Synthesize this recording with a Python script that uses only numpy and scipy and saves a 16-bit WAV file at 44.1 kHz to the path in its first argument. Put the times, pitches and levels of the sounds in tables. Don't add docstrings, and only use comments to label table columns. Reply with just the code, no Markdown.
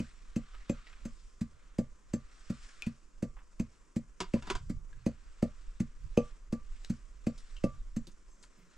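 import sys
import numpy as np
from scipy import signal
from scipy.fft import rfft, irfft, next_fast_len
from scipy.io import wavfile
from scipy.ndimage import uniform_filter1d

SR = 44100
rng = np.random.default_rng(int(sys.argv[2]) if len(sys.argv) > 2 else 0)


def dump_mix(stems):
    frames = np.atleast_2d(stems).T
    limited = np.clip(frames, -1, 1)
    pcm = np.round(limited * 32767).astype(np.int16)
    wavfile.write(sys.argv[1], SR, pcm)


N = 386757


def gain_of(db):
    return 10 ** (np.asarray(db) / 20)


def evened(x):
    return x / np.sqrt(np.mean(x ** 2) + 1e-20)


def read(points, hz):
    f, value = np.transpose(points)
    return np.interp(np.log(hz + 1), np.log(f + 1), value)


def add(mix, s, sound):
    at = round(s * SR)
    sound = sound[..., max(-at, 0):]
    part = mix[..., max(at, 0):][..., :sound.shape[-1]]
    part += sound[..., :part.shape[-1]]


def panned(db, pan_db):
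    return gain_of(db + np.array([[.5], [-.5]]) * pan_db)


def coloured(x, points):
    hz = np.fft.rfftfreq(x.shape[-1], 1 / SR)
    spectrum = rfft(x) * gain_of(read(points, hz))
    return evened(irfft(spectrum, x.shape[-1]))


SHARE_DB = 2.5


def ring(modes, force, choke_s, rise_s=1e-5):
    t = np.arange(SR // 4) / SR
    share_db = SHARE_DB * rng.standard_normal(len(modes))
    tone = 0
    for (hz, db, t60), extra_db in zip(modes, share_db):
        tone = tone + gain_of(db + extra_db - 60 * t / t60) * np.sin(2 * np.pi * hz * t)
    rise = 1 - np.exp(-t / rise_s)
    choke = 1 / (1 + (t / choke_s) ** 6)
    out = signal.oaconvolve(tone * rise * choke, force)[:len(t)]
    return out / abs(out).max()


def burst(points, rise_s, t60, grit):
    t = np.arange(SR // 4) / SR
    grains = rng.standard_normal(len(t)) * gain_of(grit * rng.standard_normal(len(t)))
    rise = 1 - np.exp(-t / rise_s)
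    return coloured(grains, points) * rise * gain_of(-60 * t / t60)


def diffuse(layers, size, same, patchy_db, flicker_db):
    hop = size // 4
    frames, hz = N // hop + 5, np.fft.rfftfreq(size, 1 / SR)
    t = np.arange(frames) * hop / SR
    a, b, c, d, patches = rng.standard_normal((frames, len(hz), 5)).T
    patches = uniform_filter1d(patches, size=6, axis=0)
    patches = evened(uniform_filter1d(patches, size=16, axis=1))
    flicker = evened(uniform_filter1d(rng.standard_normal(frames), size=3))
    power = 0
    for points, s, db in layers:
        shape = gain_of(read(points, hz))
        shape = shape[:, None] / np.linalg.norm(shape)
        power = power + (shape * gain_of(np.interp(t, s, db))) ** 2
    same = np.clip(read(same, hz), -1, 1)[:, None]
    left = a + 1j * b
    right = same * left + np.sqrt(1 - same ** 2) * (c + 1j * d)
    z = np.array([left, right])
    z *= np.sqrt(power) * gain_of(patchy_db * patches + flicker_db * flicker)
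    return signal.istft(z, nperseg=size, noverlap=size - hop)[1][:, :N]


def swells(rows, under_db):
    t = np.arange(0, N / SR, .005)
    power = gain_of(2 * under_db)
    for s, db, length_s in rows:
        power = power + gain_of(2 * db) * np.exp(-((t - s) / length_s) ** 2 * 2)
    return t, 10 * np.log10(power)


# (time [s], level [dB])
AIR_RUMBLE = [(0.0, -50), (1.0, -49), (1.9, -55), (2.45, -50), (2.9, -57), (3.37, -50), (3.95, -58),
              (4.27, -52), (4.6, -41), (4.85, -45), (5.05, -43), (5.2, -50), (5.8, -49), (6.02, -39),
              (6.3, -48), (6.8, -43), (7.0, -49), (7.67, -41), (7.95, -47), (8.25, -55), (8.77, -52)]
# (middle time [s], level [dB], length [s])
GUSTS = [(1.54, -63, .05), (4.42, -57, .07), (4.62, -43, .06), (4.75, -48, .07), (5.0, -53, .07),
         (6.06, -51, .06), (7.77, -55, .06)]
# (frequency [Hz], likeness [0 to 1])
AIR_LIKENESS = [(25, .88), (100, .97)]
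CALM_FLUTTER_DB, AIR_FLICKER_DB = -80, 3


def air():
    s, deep_db = np.transpose(AIR_RUMBLE)
    # (frequency [Hz], relative level [dB])
    deep = [(5, 2), (22, 26.5), (50, -19.5), (70, -31), (110, -55.5)]
    flutter = [(40, -17.5), (65, 9), (110, 3.5), (170, -4), (300, -87)]
    layers = [(deep, s, deep_db), (flutter, *swells(GUSTS, CALM_FLUTTER_DB))]
    rumble = diffuse(layers, size=2048, same=AIR_LIKENESS, patchy_db=2, flicker_db=AIR_FLICKER_DB)
    return gain_of([[-1.5], [1.5]]) * rumble


# (frequency [Hz], likeness [0 to 1])
LIKENESS = [(60, 0.49), (160, 0.433), (450, 0.55), (1240, 0.69), (3400, 0.78), (9330, 0.75)]
# (frequency [Hz], relative level [dB])
ROOM_TONE = [(59, -43), (100, -14.5), (168, 1.5), (510, -5), (809, -15.5), (1040, -5), (1360, -7.5),
             (4130, -23), (5400, -15.5), (7480, -13.5), (9780, -27), (12700, -45), (21500, -120)]
ROOM_TONE_DB = -68


def room_tone():
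    layers = [(ROOM_TONE, [0], [ROOM_TONE_DB])]
    return diffuse(layers, size=1024, same=LIKENESS, patchy_db=1, flicker_db=1.5)


# (time [s], dull rustle level [dB], fine rustle level [dB])
RUSTLE = [(0.0, -59, -63.5), (0.2, -69.5, -74), (0.6, -62, -71), (0.95, -63.5, -72), (1.25, -76, -69),
          (1.42, -80, -78), (1.63, -70, -86), (1.9, -80, -86), (2.25, -69, -74), (2.65, -61, -62),
          (2.8, -63, -67), (3.1, -84, -82), (3.45, -88, -80), (3.75, -74, -78), (4.05, -95, -95),
          (4.3, -70, -70), (4.7, -90, -72), (4.88, -85, -90), (5.0, -71, -80), (5.42, -67.5, -70.5),
          (5.94, -74.5, -78), (6.28, -66, -67), (6.45, -80, -90), (6.65, -70, -75), (6.86, -66.5, -65.5),
          (7.11, -75.5, -77.5), (7.5, -66, -67), (7.8, -74, -76), (8.35, -83.5, -80.5), (8.77, -68, -74)]
# (middle time [s], level [dB], length [s])
DRAGS = [(4.375, -57, .03), (4.49, -51, .04)]
# (frequency [Hz], relative level [dB])
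DULL = [(410, -49.5), (700, -9), (757, -6), (831, -17.5), (1200, 0.5), (2100, -5), (2270, -5.5),
        (4500, -12), (5850, -35.5), (9900, -120)]
# (frequency [Hz], relative level [dB])
FINE = [(1470, -34.5), (2500, -10.5), (4150, -12), (5530, -5), (6520, -11.5), (7440, -6.5), (8530, -13),
        (9780, -23), (12700, -48.5), (21500, -120)]
DRAG_FINE_DB = -9
CLOTH_PATCHY_DB, CLOTH_FLICKER_DB = 1.5, 1.5


def rustle():
    s, dull_db, fine_db = np.transpose(RUSTLE)
    t, drag_db = swells(DRAGS, under_db=-120)
    layers = [(DULL, s, dull_db), (FINE, s, fine_db), (DULL, t, drag_db), (FINE, t, drag_db + DRAG_FINE_DB)]
    return diffuse(layers, size=512, same=LIKENESS, patchy_db=CLOTH_PATCHY_DB, flicker_db=CLOTH_FLICKER_DB)


# (time [s], level [dB], pitch [Hz], skirt level [dB],
# time to fade by 60 dB [s], left minus right [dB])
SMALL_SOUNDS = [(0.5427, -50, 1290, -6, 0.074, 0.5), (0.8688, -51, 2046, -10, 0.09, -0.5),
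                (0.9289, -50.5, 1560, -8, 0.044, -0.5), (2.395, -62, 7000, -3, 0.08, 0),
                (3.3652, -55.5, 1070, -13, 0.2, 0), (3.3876, -57, 1200, 1, 0.069, -1),
                (4.9283, -57.5, 1690, -16, 0.056, 0.5), (6.8456, -42, 3000, 5, 0.027, 1.5),
                (7.3773, -56, 4500, 2, 0.14, 2), (7.5656, -49.5, 2860, -18, 0.08, 4),
                (8.0688, -54.5, 4300, -1, 0.08, -3.5), (8.1152, -61, 6500, -4, 0.06, -5.5),
                (8.4269, -55.5, 5670, 7, 0.11, 3.5), (8.4354, -55.5, 1390, -9.0, 0.071, 1),
                (8.5984, -61, 1380, -4, 0.068, 2)]
BUMPS = [(8.069, -43, 187, -23, 0.11, 0.036), (8.574, -58, 176, -15, 0.4, 0.)]


def small_sounds():
    out = np.zeros((2, N))
    flank = 1.2
    for s, db, hz, skirt_db, t60, pan_db in SMALL_SOUNDS + BUMPS:
        shape = [(0.44 * hz, skirt_db - 12.5),
                 (hz / flank, skirt_db), (hz, 0), (hz * flank, skirt_db),
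                 (min(2.4 * hz, 9000), skirt_db - 7),
                 (min(3.6 * hz, 11000), skirt_db - 24),
                 (13000, skirt_db - 38)]
        add(out, s, panned(db, pan_db) * burst(shape, rise_s=0.83 / hz, t60=t60, grit=9.4))
    return out


# (time [s], peak level of its ring [dB], left minus right [dB])
CLINK = (2.8222, -27.5, 4.7)
# (frequency [Hz], relative level [dB], time to fade by 60 dB if not damped [s])
CUP = [(1660, -27, .04), (2390, -6, 0.06), (2407, -5, .09), (2460, 3, 0.094), (2596, 3, .04),
       (3100, -29, 0.037)]
# (frequency [Hz], relative level [dB])
SLAP = [(880, -15), (1500, -4.5), (1770, -16), (2100, -13.5), (3470, -13), (3910, -17.5), (7550, -20.5),
        (9780, -35), (12700, -60), (21500, -120)]
CUP_CHOKE_S = .035


def clink():
    s, db, pan_db = CLINK
    out = np.zeros((2, N))
    sound = ring(CUP, rng.standard_normal(12), CUP_CHOKE_S)
    sound = sound + 0.04 * burst(SLAP, rise_s=.0004, t60=0.23, grit=2.7)
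    add(out, s, panned(db, pan_db) * sound)
    return out


# (time [s], body level [dB], bright slap level [dB],
# rattle length [s], shortened by RATTLE_SCALE)
DISH_KNOCKS = [(4.203, -27.5, -30.5, 0.011), (4.352, -35, -70, 0.0084), (4.423, -48, -48, 0.014),
               (4.47, -36.5, -48, 0.0093), (4.5, -25, -30, 0.0068), (4.551, -31, -39, 0.0049)]
# (frequency [Hz], relative level [dB], time to fade by 60 dB if not damped [s])
DISH = [(183, -3.5, 0.09), (237, -5.5, 0.08), (373, 15.5, 0.035), (744, 1.5, 0.044), (996, 16, 0.031),
        (1183, -10, 0.058), (1390, -7, 0.017), (1650, -23.5, 0.044), (2130, -29.5, 0.035),
        (2790, -6.5, 0.042), (3150, -13.5, 0.055), (3530, -14, 0.082), (4460, -19.5, 0.042),
        (4700, -3.5, .06)]
RATTLE_SCALE = 0.76


def dish():
    out, t = np.zeros(N), np.arange(3000) / SR
    for s, body_db, slap_db, rattle_s in DISH_KNOCKS:
        contacts = rng.standard_normal(len(t)) * (rng.random(len(t)) < .03)
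        rattle = contacts * t * np.exp(-t / (RATTLE_SCALE * rattle_s))
        add(out, s, gain_of(body_db) * ring(DISH, rattle, choke_s=0.074))
        add(out, s, gain_of(slap_db) * burst(SLAP, rise_s=0.00065, t60=0.083, grit=1.7))
    return out


# (time [s], level [dB], length [s])
SLIDES = [(8.299, -60.5, 0.06), (8.389, -63.5, 0.076)]
# (frequency [Hz], relative level [dB], time to fade by 60 dB if not damped [s])
PESTLE = [(6250, -11.5, 0.28), (6342, 4, 0.058), (7394, -7.5, 0.16), (7600, 0.5, 0.057),
          (8570, -35.5, 0.18)]


def slides():
    out, t = np.zeros(N), np.arange(SR // 4) / SR
    for s, db, length_s in SLIDES:
        rub = rng.standard_normal(len(t)) * np.exp(-(t / length_s) ** 4)
        add(out, s, gain_of(db) * ring(PESTLE, rub, choke_s=.06))
    return out


# (time [s], thud peak [dB], cushion of herbs under the pestle [dB],
# metal clack [dB], wall ring [dB], pestle ring [dB])
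BLOWS = [(0.0, -23.5, 18.5, -40, -76, -58), (.362, -19.5, 18.5, -40.5, -67, -45),
         (.696, -18.5, 11, -36.5, -78, -41), (1.053, -29.5, 15.5, -47.5, -69, -46),
         (1.412, -22.5, 33.5, -53, -69, -50), (1.786, -17, 11.5, -44, -65, -48),
         (2.136, -19.5, 14, -42, -62, -37.5), (2.5, -22.5, 19.5, -50, -66, -54),
         (2.866, -23, 28, -42, -73, -68.5), (3.226, -21, 12, -50, -66, -48),
         (3.598, -19.5, 21, -40.5, -82, -41.5), (3.963, -20, 18.5, -48.5, -84, -47),
         (4.338, -15.5, 10.5, -36, -65, -58), (4.698, -24, 22, -60, -69, -52),
         (5.063, -16.5, 12.5, -41, -78, -43.5), (5.426, -15.5, 9, -39.5, -63, -57),
         (5.802, -18.5, 26, -43.5, -72, -45.5), (6.174, -13, 3, -27, -48.5, -39),
         (6.526, -21, 14, -48, -57, -52), (6.899, -20, 28, -49, -70, -46),
         (7.268, -18, 12.5, -36.5, -65, -47.5), (7.639, -15.5, 7.5, -35, -48.5, -50.5),
         (7.965, -23, 22.5, -46, -78, -44.5)]
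# (frequency [Hz], relative level [dB])
CRUNCH = [(530, -5), (900, -11.5), (2140, -9), (2490, -15.5), (3460, -18.5), (4490, -13), (5760, -16),
          (6300, -14), (8940, -17.5), (9780, -28), (12700, -31), (21500, -120)]
# (frequency [Hz], relative level [dB], time to fade by 60 dB if not damped [s])
BOOM = [(41, -6, 0.16), (68.3, -5.5, 0.42), (104.8, -20, 0.45), (130.5, -0.5, 0.25), (161.7, 6, 0.13)]
FLOOR = [(197.5, -0.5, 0.08), (226.4, 2.5, 0.14), (281.8, -4.5, 0.12), (313.4, -9, 0.11)]
HOLLOW = [(485.7, -2, .12), (525, -1, 0.091), (548.7, 0, 0.09), (586.3, -4, 0.096), (655, -7.5, .1),
          (723, -12.5, 0.082), (809, -19, .1)]
CLACK = [(1350, -5, .02), (1800, -3, .02), (2150, -3, .02), (2500, 0, .025), (2650, -3, .045),
         (2950, -5, .02), (4570, -5, .035)]
WALL = [(1173, 0, .45)]
CRUNCH_DB, CRUNCH_SHARE = -32.5, .4
CRUNCH_RISE_S = .006
HOLLOW_RISE_S = .0018
BARE_CONTACT_S, CONTACT_S_PER_DB = .0031, .00011


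def pounding():
    out = np.zeros(N)
    for s, thud_db, cushion_db, clack_db, wall_db, pestle_db in BLOWS:
        hollow_db = thud_db - cushion_db
        crunch_db = CRUNCH_DB + CRUNCH_SHARE * thud_db
        contact_s = np.clip(BARE_CONTACT_S + CONTACT_S_PER_DB * cushion_db, .003, .008)
        u = np.linspace(0, 1, round(contact_s * SR))
        push = np.sin(np.pi * u)
        swing = -push * np.sin(2 * np.pi * u)
        knock, tap = signal.windows.hann(40), signal.windows.hann(8)

        crunch = burst(CRUNCH, CRUNCH_RISE_S, t60=0.065, grit=2)
        add(out, s - .0035, gain_of(crunch_db) * crunch)
        add(out, s + 0.0026, 0.23 * gain_of(thud_db) * ring(BOOM, push, choke_s=0.099))
        add(out, s + 0.00092, gain_of(thud_db) * ring(FLOOR, swing, choke_s=0.026, rise_s=0.0009))
        hollow = ring(HOLLOW, knock, choke_s=.04, rise_s=HOLLOW_RISE_S)
        add(out, s + 0.00067, -gain_of(hollow_db) * hollow)
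        add(out, s - .001, gain_of(clack_db) * ring(CLACK, rng.standard_normal(150), choke_s=.1))
        add(out, s, gain_of(wall_db) * ring(WALL, tap, choke_s=.13))
        add(out, s, gain_of(pestle_db) * ring(PESTLE, rng.standard_normal(60), choke_s=.045))
    return out


# (frequency [Hz], time to fade by 60 dB [s])
ROOM_FADE = [(100, 0.23), (300, 0.077), (1000, 0.21), (4000, 0.2), (10000, 0.068)]


def room(x):
    taps = np.zeros((2, SR // 2))
    at = np.arange(200, SR // 2 - 20, 20)
    at = at + rng.integers(0, 20, (2, len(at)))
    np.put_along_axis(taps, at, rng.choice([-1., 1.], at.shape), 1)
    taps[1] += 1.9 * taps[0]
    hz, t, z = signal.stft(taps, SR, nperseg=256)
    fade = gain_of(-60 * t / read(ROOM_FADE, hz)[:, None])
    tail = signal.istft(z * fade, SR, nperseg=256)[1]
    tail = tail / np.linalg.norm(tail, axis=1, keepdims=True)
    return signal.oaconvolve(x, tail, axes=1)[:, :N]


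# (frequency [Hz], lead of the left [radians])
LEAD = [(60, -0.16), (250, -.12), (690, -0.68), (2760, -0.7), (5000, -.65), (9470, 0.21)]
# (frequency [Hz], left minus right [dB])
TILT = [(60, -2.5), (120, -0.5), (250, -0.5), (520, 0.0), (1070, 0.0), (2210, 1.0), (4540, 0.0),
        (9330, 1.5)]


def ports(x):
    size = next_fast_len(N + SR)
    hz = np.fft.rfftfreq(size, 1 / SR)
    half = gain_of(.5 * read(TILT, hz)) * np.exp(.5j * read(LEAD, hz))
    return irfft(rfft(x, size) * np.array([half, 1 / half]), size)[:, :N]


def scene():
    near = pounding() + slides() + dish() + small_sounds() + clink()
    heard = near + gain_of(-14) * room(near) + rustle() + room_tone()
    return ports(heard) + air()


EDGE_HZ = 15700


def record(dry):
    low_pass = signal.firwin(511, EDGE_HZ, window=("kaiser", 9), fs=SR)
    return signal.oaconvolve(dry, low_pass[None], "same")


dry = scene()
out = record(dry)
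dump_mix(out)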